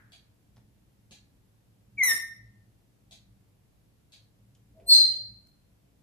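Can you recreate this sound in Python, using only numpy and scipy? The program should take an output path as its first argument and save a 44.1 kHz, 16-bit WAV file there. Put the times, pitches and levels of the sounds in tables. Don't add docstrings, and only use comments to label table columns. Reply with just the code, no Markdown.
import sys
import numpy as np
from scipy import signal
from scipy.fft import rfft, irfft
from scipy.io import wavfile
from scipy.ndimage import uniform_filter1d

SR = 44100
rng = np.random.default_rng(int(sys.argv[2]) if len(sys.argv) > 2 else 0)


def wrap_up_sound(samples):
    columns = np.atleast_2d(samples).T
    tamed = np.clip(columns, -1, 1)
    steps = np.round(tamed * 32767).astype(np.int16)
    wavfile.write(sys.argv[1], SR, steps)


def boost_factor(decibels):
    exponent = np.asarray(decibels, float) / 20
    return 10 ** exponent


N = 265482

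# [t/s, pitch f/Hz, effort level/dB, beak opening as overtone level/dB]
WHISTLE = [
    (1.968, 2340, -71.5, -25),
    (1.984, 2293, -32.5, -20.5),
    (2.0, 2200, -27.5, -25.5),
    (2.018, 2082, -20, -33.5),
    (2.036, 2009, -23, 0),
    (2.062, 1994, -34.5, 2),
    (2.1, 1825, -27, 1.5),
    (2.125, 1815, -25, -2.5),
    (2.15, 1813, -41, -21),
]
# [t/s, pitch f/Hz, effort level/dB, beak opening as overtone level/dB]
SQUAWK = [
    (4.858, 4290, -77, 28.5),
    (4.882, 4235, -39.5, 20.5),
    (4.897, 4400, -16.5, 5),
    (4.906, 4188, -17, 7.5),
    (4.93, 4211, -10.5, -5),
    (4.955, 4120, -18.5, 7.5),
    (4.982, 4192, -18, -13),
    (5.002, 4122, -20.5, -2),
    (5.05, 4165, -32, -12.5),
]
# [t/s, level/dB]
SECOND_VOICE = [
    (4.912, -13),
    (4.935, -12),
    (4.99, -17.5),
    (5.035, -19.5),
]
WHISTLE_OVERTONES = [-15, -6, -17, -3, -26.5, -12.5, -20]
SQUAWK_OVERTONES = [-21.5, -33.5]
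# [f/Hz, level/dB]
WHISTLE_BREATH = [(150, -9.5), (500, -7.5), (1100, 4.5), (1500, 1.5), (2900, 0), (4700, -20), (7500, 6),
                  (10500, -18), (13500, -13), (15500, -26.5)]
SQUAWK_BREATH = [(300, -14), (900, -19), (2200, -4.5), (3400, -1), (5400, -18), (6500, 4), (7500, -21),
                 (10500, -11.5), (13300, -24), (14200, -53.5)]
# [t/s, level/dB, rattle level/dB]
TICKS = [
    (0.12, -61.5, -2),
    (1.109, -60, 1),
    (2.118, -59.5, -2.5),
    (3.1099, -59.5, -1.5),
    (4.121, -66.5, 4),
    (5.113, -62.5, 1.5),
]
# [f/Hz, level/dB, t60/s]
CLOCK_CASE = [(730, -11.5, 0.0098), (1660, -18, 0.013), (2340, -8.5, 0.007), (3250, -0.5, 0.007),
              (4000, -1.5, 0.0085), (4400, -4, .012), (4790, -3.5, 0.0092), (5800, -2, 0.0034),
              (6800, -11.5, 0.028), (8000, 4.5, 0.0011), (8100, 10.5, 0.0011), (9150, -0.5, 0.0025),
              (9860, -4.5, 0.0017), (13100, -10.5, 0.0016)]
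# [left-right level/dB, left lead/ms, room share level/dB, echo length as a factor]
WHISTLE_PLACE = (2.5, .055, -3, 1)
SQUAWK_PLACE = (1, .09, 0, 1.06)
CLOCK_PLACE = (1.1, 0.22, 9.4, 0.69)
# [t/s, level/dB, centre f/Hz, width f/Hz, t60/s]
CLICKS = [
    (0.5633, -64.5, 3700, 1500, 0.02),
    (0.5683, -57.5, 680, 1040, 0.025),
    (0.568, -75, 3780, 1500, 0.0089),
    (0.577, -51.5, 113, 29.6, 0.073),
    (1.108, -59.5, 165, 59.7, 0.16),
    (2.129, -49.5, 194, 147, 0.21),
    (4.55, -62, 6540, 1492, 0.032),
    (4.552, -69.5, 3200, 694, 0.045),
    (4.799, -70, 2430, 707, 0.098),
    (5.471, -57, 12500, 6010, 0.018),
]
# [t/s, peak level/dB, centre f/Hz]
CREAK = [
    (4.78, -60, 644),
    (4.871, -58, 677),
    (4.922, -63.5, 541),
    (5.005, -48, 548),
    (5.071, -64.5, 560),
    (5.19, -67, 575),
]
# [t/s, level/dB]
RUMBLE = [
    (4.72, -92.5),
    (4.8, -64.5),
    (5.15, -68.5),
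    (5.25, -85),
]
# [f/Hz, width f/Hz, level at the start/dB, t60/s]
EARLIER_CALL = [
    (1260, 1100, -68.5, 0.81),
    (1630, 410, -63, 0.72),
    (2020, 390, -68, 0.1),
]
# [f/Hz, width f/Hz, level/dB]
HUM = [
    (57, 11, -74.5),
    (110, 13, -68),
    (195.7, 22, -74.5),
    (284.2, 22, -83),
]
# [t/s, peak level/dB]
HUM_SWELL = [(0.01, 4.5), (0.59, 5.5), (1.17, 0.5), (1.34, -2), (1.99, 10.5), (2.481, 7.5), (2.67, -2),
             (3.1, 0), (3.32, 0.5), (4.45, 3), (4.749, 5.5), (5.031, 3.5), (5.328, 9), (5.719, -10.5),
             (6.01, -1)]
# [f/Hz, level/dB per Hz]
HISS = [(20, -34.5), (40, -13.5), (80, -9), (150, -13), (300, -21), (600, -26.5), (1200, -34.5),
        (3000, -37.5), (7000, -41), (10000, -40), (13500, -40), (15000, -50), (16000, -71)]
# [f/Hz, t60/s]
ROOM = [(250, 0.13), (1200, 0.51), (1800, 0.6), (3000, 0.41), (4200, 0.51), (8000, 0.35), (13000, 0.35)]
# [f/Hz, likeness -1..1]
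PORT_LIKENESS = [(60, 0.38), (180, 0.76), (550, 0.072), (1650, -0.13), (4970, 0.018), (15000, 0.44)]
# [f/Hz, width f/Hz, level/dB]
PORT_DIPS = [
    (8820, 620, -8),
    (11700, 650, -22.5),
    (16400, 2900, -25.5),
]


def call(rows, overtones_db, breath_colour, extras, wobble, tilt):
    s, *columns = np.transpose(rows)
    t = np.arange(s[0], s[-1], 1 / SR)
    hz, effort_db, beak_db = (np.interp(t, s, c) for c in columns)
    air, half, second = extras(t, beak_db)
    shake = evened(uniform_filter1d(rng.standard_normal((2, N)), 150, axis=1))[:, :len(t)]
    turn = 2 * np.pi * np.cumsum(hz * (1 + wobble * shake[0])) / SR
    beat = 2 * np.pi * np.cumsum(560 * (1 + .13 * shake[1])) / SR
    smear = .7 * shake[1]
    half_lines = np.cos(turn / 2 + smear) * boost_factor(-13)
    half_lines += np.cos(turn * 3 / 2 + smear)
    half_lines += np.cos(turn * 5 / 2) * boost_factor(-31)
    voice = np.cos(turn) + half * half_lines
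    open_db = np.maximum(beak_db, -1)
    for k, db in enumerate(overtones_db):
        strength = boost_factor(db + 1.2 * beak_db + tilt * k * open_db)
        voice += strength * np.cos((k + 2) * turn) * (1 + 2 * second * np.cos(beat))
    voice += second * (np.cos(turn + beat) + boost_factor(-15.5) * np.cos(turn - beat))
    breath = evened(coloured(rng.standard_normal(N), breath_colour))[:len(t)]
    edges = signal.windows.tukey(len(t), .08)
    out = np.zeros(N)
    add(out, s[0], boost_factor(effort_db) * (np.sqrt(2) * voice + air * breath) * edges)
    return out


def clean_voice(t, beak_db):
    silent = boost_factor(-70)
    return boost_factor(-16.5 + .85 * beak_db), silent, silent


def strained_voice(t, beak_db):
    fall_db_per_s = 494
    gust = surges(t, [(4.958, -25.5)], 1500, fall_db_per_s, hold_s=.03)
    half = surges(t, [(4.928, -24.5)], 751, fall_db_per_s, hold_s=.055)
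    second = surges(t, SECOND_VOICE, rise_db_per_s=483, fall_db_per_s=486)
    return boost_factor(-50) + gust, half, second


def whistle():
    return call(WHISTLE, WHISTLE_OVERTONES, WHISTLE_BREATH, clean_voice, wobble=.003, tilt=.7)


def squawk():
    return call(SQUAWK, SQUAWK_OVERTONES, SQUAWK_BREATH, strained_voice, wobble=.009, tilt=.066)


def clock():
    t, out = np.arange(2500) / SR, np.zeros(N)
    for s, db, rattle_db in TICKS:
        case = np.zeros(len(t))
        for k, (hz, mode_db, t60) in enumerate(CLOCK_CASE):
            vary = rng.uniform(-1, 1)
            ring = np.sin(2 * np.pi * hz * (1 + .015 * vary) * t)
            case += (-1) ** k * boost_factor(mode_db + vary - 60 * t / t60) * ring
        rattle = boost_factor(rattle_db - 7 - 60 * t / .044) * rng.standard_normal(len(t))
        knock = boost_factor(3) * (t == 0)
        add(out, s, boost_factor(db) * signal.fftconvolve(rattle + knock, case))
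    return out


def creak():
    t = np.arange(N) / SR
    s, db, hz = np.transpose(CREAK)
    pitch = np.interp(t, s, hz)
    rub = resonate(resonate(rng.standard_normal(N), pitch, 45), pitch, 73)
    slips = surges(t, zip(s, db), rise_db_per_s=595, fall_db_per_s=250.5)
    rumble = resonate(resonate(rng.standard_normal(N), 430, 220), 430, 301.3)
    sway = resonate(resonate(rng.standard_normal(N), 44, 25), 44, 30)
    frame_gain = boost_factor(np.interp(t, *np.transpose(RUMBLE), -200, -200))
    return evened(rub) * slips + (evened(rumble) + boost_factor(1) * evened(sway)) * frame_gain


def clicks():
    t, out = np.arange(6000) / SR, np.zeros(N)
    for s, db, hz, width, t60 in CLICKS:
        puff = evened(resonate(rng.standard_normal(len(t)), hz, width))
        add(out, s, puff * boost_factor(db - 60 * t / t60))
    return out


def earlier_call():
    t, echo = np.arange(N) / SR, np.zeros((2, N))
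    for port in echo:
        for hz, width, db, t60 in EARLIER_CALL:
            band = resonate(resonate(rng.standard_normal(N), hz, width), hz, width)
            port += evened(band) * boost_factor(db - 60 * t / t60)
    return echo


def house_hum():
    hum = np.zeros(N)
    for hz, width, db in HUM:
        band = resonate(resonate(rng.standard_normal(N), hz, width), hz, 2 * width)
        hum += boost_factor(db) * evened(band)
    swell = surges(np.arange(N) / SR, HUM_SWELL, rise_db_per_s=94, fall_db_per_s=95.5)
    return hum * (boost_factor(-4.5) + swell)


def microphone_hiss():
    frames, hz = N // 512 + 5, np.fft.rfftfreq(2048, 1 / SR)
    a, b, c, d, patches = rng.standard_normal((frames, len(hz), 5)).T
    patches = uniform_filter1d(uniform_filter1d(patches, 10, axis=0), 8, axis=1)
    same = np.clip(read(PORT_LIKENESS, hz), -1, 1)[:, None]
    left = a + 1j * b
    right = same * left + np.sqrt(1 - same ** 2) * (c + 1j * d)
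    z = np.array([left, right]) * boost_factor(.4 * evened(patches)) * boost_factor(read(HISS, hz))[:, None]
    hiss = signal.istft(z, nperseg=2048, noverlap=1536)[1][:, :N]
    return boost_factor(-66) * evened(hiss)


def room_tail(length):
    taps = rng.standard_normal((2, SR)) * (rng.random((2, SR)) < .12)
    taps *= np.clip((np.arange(SR) / SR - .003) / .006, 0, 1)
    hz, t, z = signal.stft(taps, SR, nperseg=256)
    same = np.clip(read(PORT_LIKENESS, hz), 0, 1)[:, None]
    z = np.array([z[0], same * z[0] + np.sqrt(1 - same ** 2) * z[1]])
    decay = boost_factor(-60 * t / (length * read(ROOM, hz)[:, None]))
    tail = signal.istft(z * decay, SR, nperseg=256)[1]
    return tail / np.linalg.norm(tail, axis=1, keepdims=True)


def placed(x, pan_db, lead_ms, room_db, length):
    hz = np.fft.rfftfreq(N, 1 / SR)
    side = np.array([[.5], [-.5]])
    lead = np.exp(2j * np.pi * hz * side * lead_ms / 1000)
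    direct = irfft(rfft(x) * boost_factor(pan_db * side) * lead, N)
    echo = signal.fftconvolve(x[None], room_tail(length), axes=1)[:, :N]
    return direct + boost_factor(room_db) * echo


def surges(t, peaks, rise_db_per_s, fall_db_per_s, hold_s=0):
    gain = np.zeros(len(t))
    for s, db in peaks:
        below_db = np.maximum((s - t) * rise_db_per_s, (t - s - hold_s) * fall_db_per_s)
        gain += boost_factor(db - below_db.clip(0))
    return gain


def resonate(x, hz, width):
    turn = np.exp(2j * np.pi * np.cumsum(hz * np.ones(len(x))) / SR)
    r = np.exp(-np.pi * width / SR)
    return 2 * (turn * signal.lfilter([1 - r], [1, -r], x / turn)).real


def coloured(x, table):
    hz = np.fft.rfftfreq(len(x), 1 / SR)
    return irfft(rfft(x) * boost_factor(read(table, hz)), len(x))


def read(points, hz):
    f, value = np.transpose(points)
    return np.interp(np.log(hz + 1), np.log(f + 1), value)


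def evened(x):
    return x / np.sqrt(np.mean(x ** 2) + 1e-20)


def add(mix, s, sound):
    part = mix[round(s * SR):][:len(sound)]
    part += sound[:len(part)]


def scene():
    bird = placed(whistle(), *WHISTLE_PLACE) + placed(squawk(), *SQUAWK_PLACE)
    nearby = placed(creak() + clicks(), 0, .032, -5.5, .6)
    background = earlier_call() + house_hum() + microphone_hiss()
    return bird + placed(clock(), *CLOCK_PLACE) + nearby + background


def masked(x, below_db, depth_db, reach_hz):
    hz, t, z = signal.stft(x, SR, nperseg=1024, noverlap=768)
    power = abs(z) ** 2
    smooth = uniform_filter1d(uniform_filter1d(power, 9, axis=1), 5, axis=2)
    power_db = 10 * np.log10(smooth + 1e-20)
    spread = np.exp(-abs(hz[:, None] - hz) / reach_hz)
    mask_db = 10 * np.log10(spread @ power + 1e-20)
    kept_db = -depth_db / (3.5 + np.exp(power_db - mask_db + below_db))
    return signal.istft(z * boost_factor(kept_db), SR, nperseg=1024, noverlap=768)[1][:, :N]


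def top_cut(x):
    return signal.sosfilt(signal.butter(12, 15800, fs=SR, output="sos"), x)


def record(dry):
    hz = np.fft.rfftfreq(N, 1 / SR)
    dips_db = sum(db * np.exp(-abs((hz - f) / width * 2) ** 4) for f, width, db in PORT_DIPS)
    picked_up = irfft(rfft(dry) * boost_factor(dips_db), N)
    mix = masked(picked_up, below_db=41, depth_db=25, reach_hz=873)
    return top_cut(mix)


dry = scene()
out = record(dry)
wrap_up_sound(out)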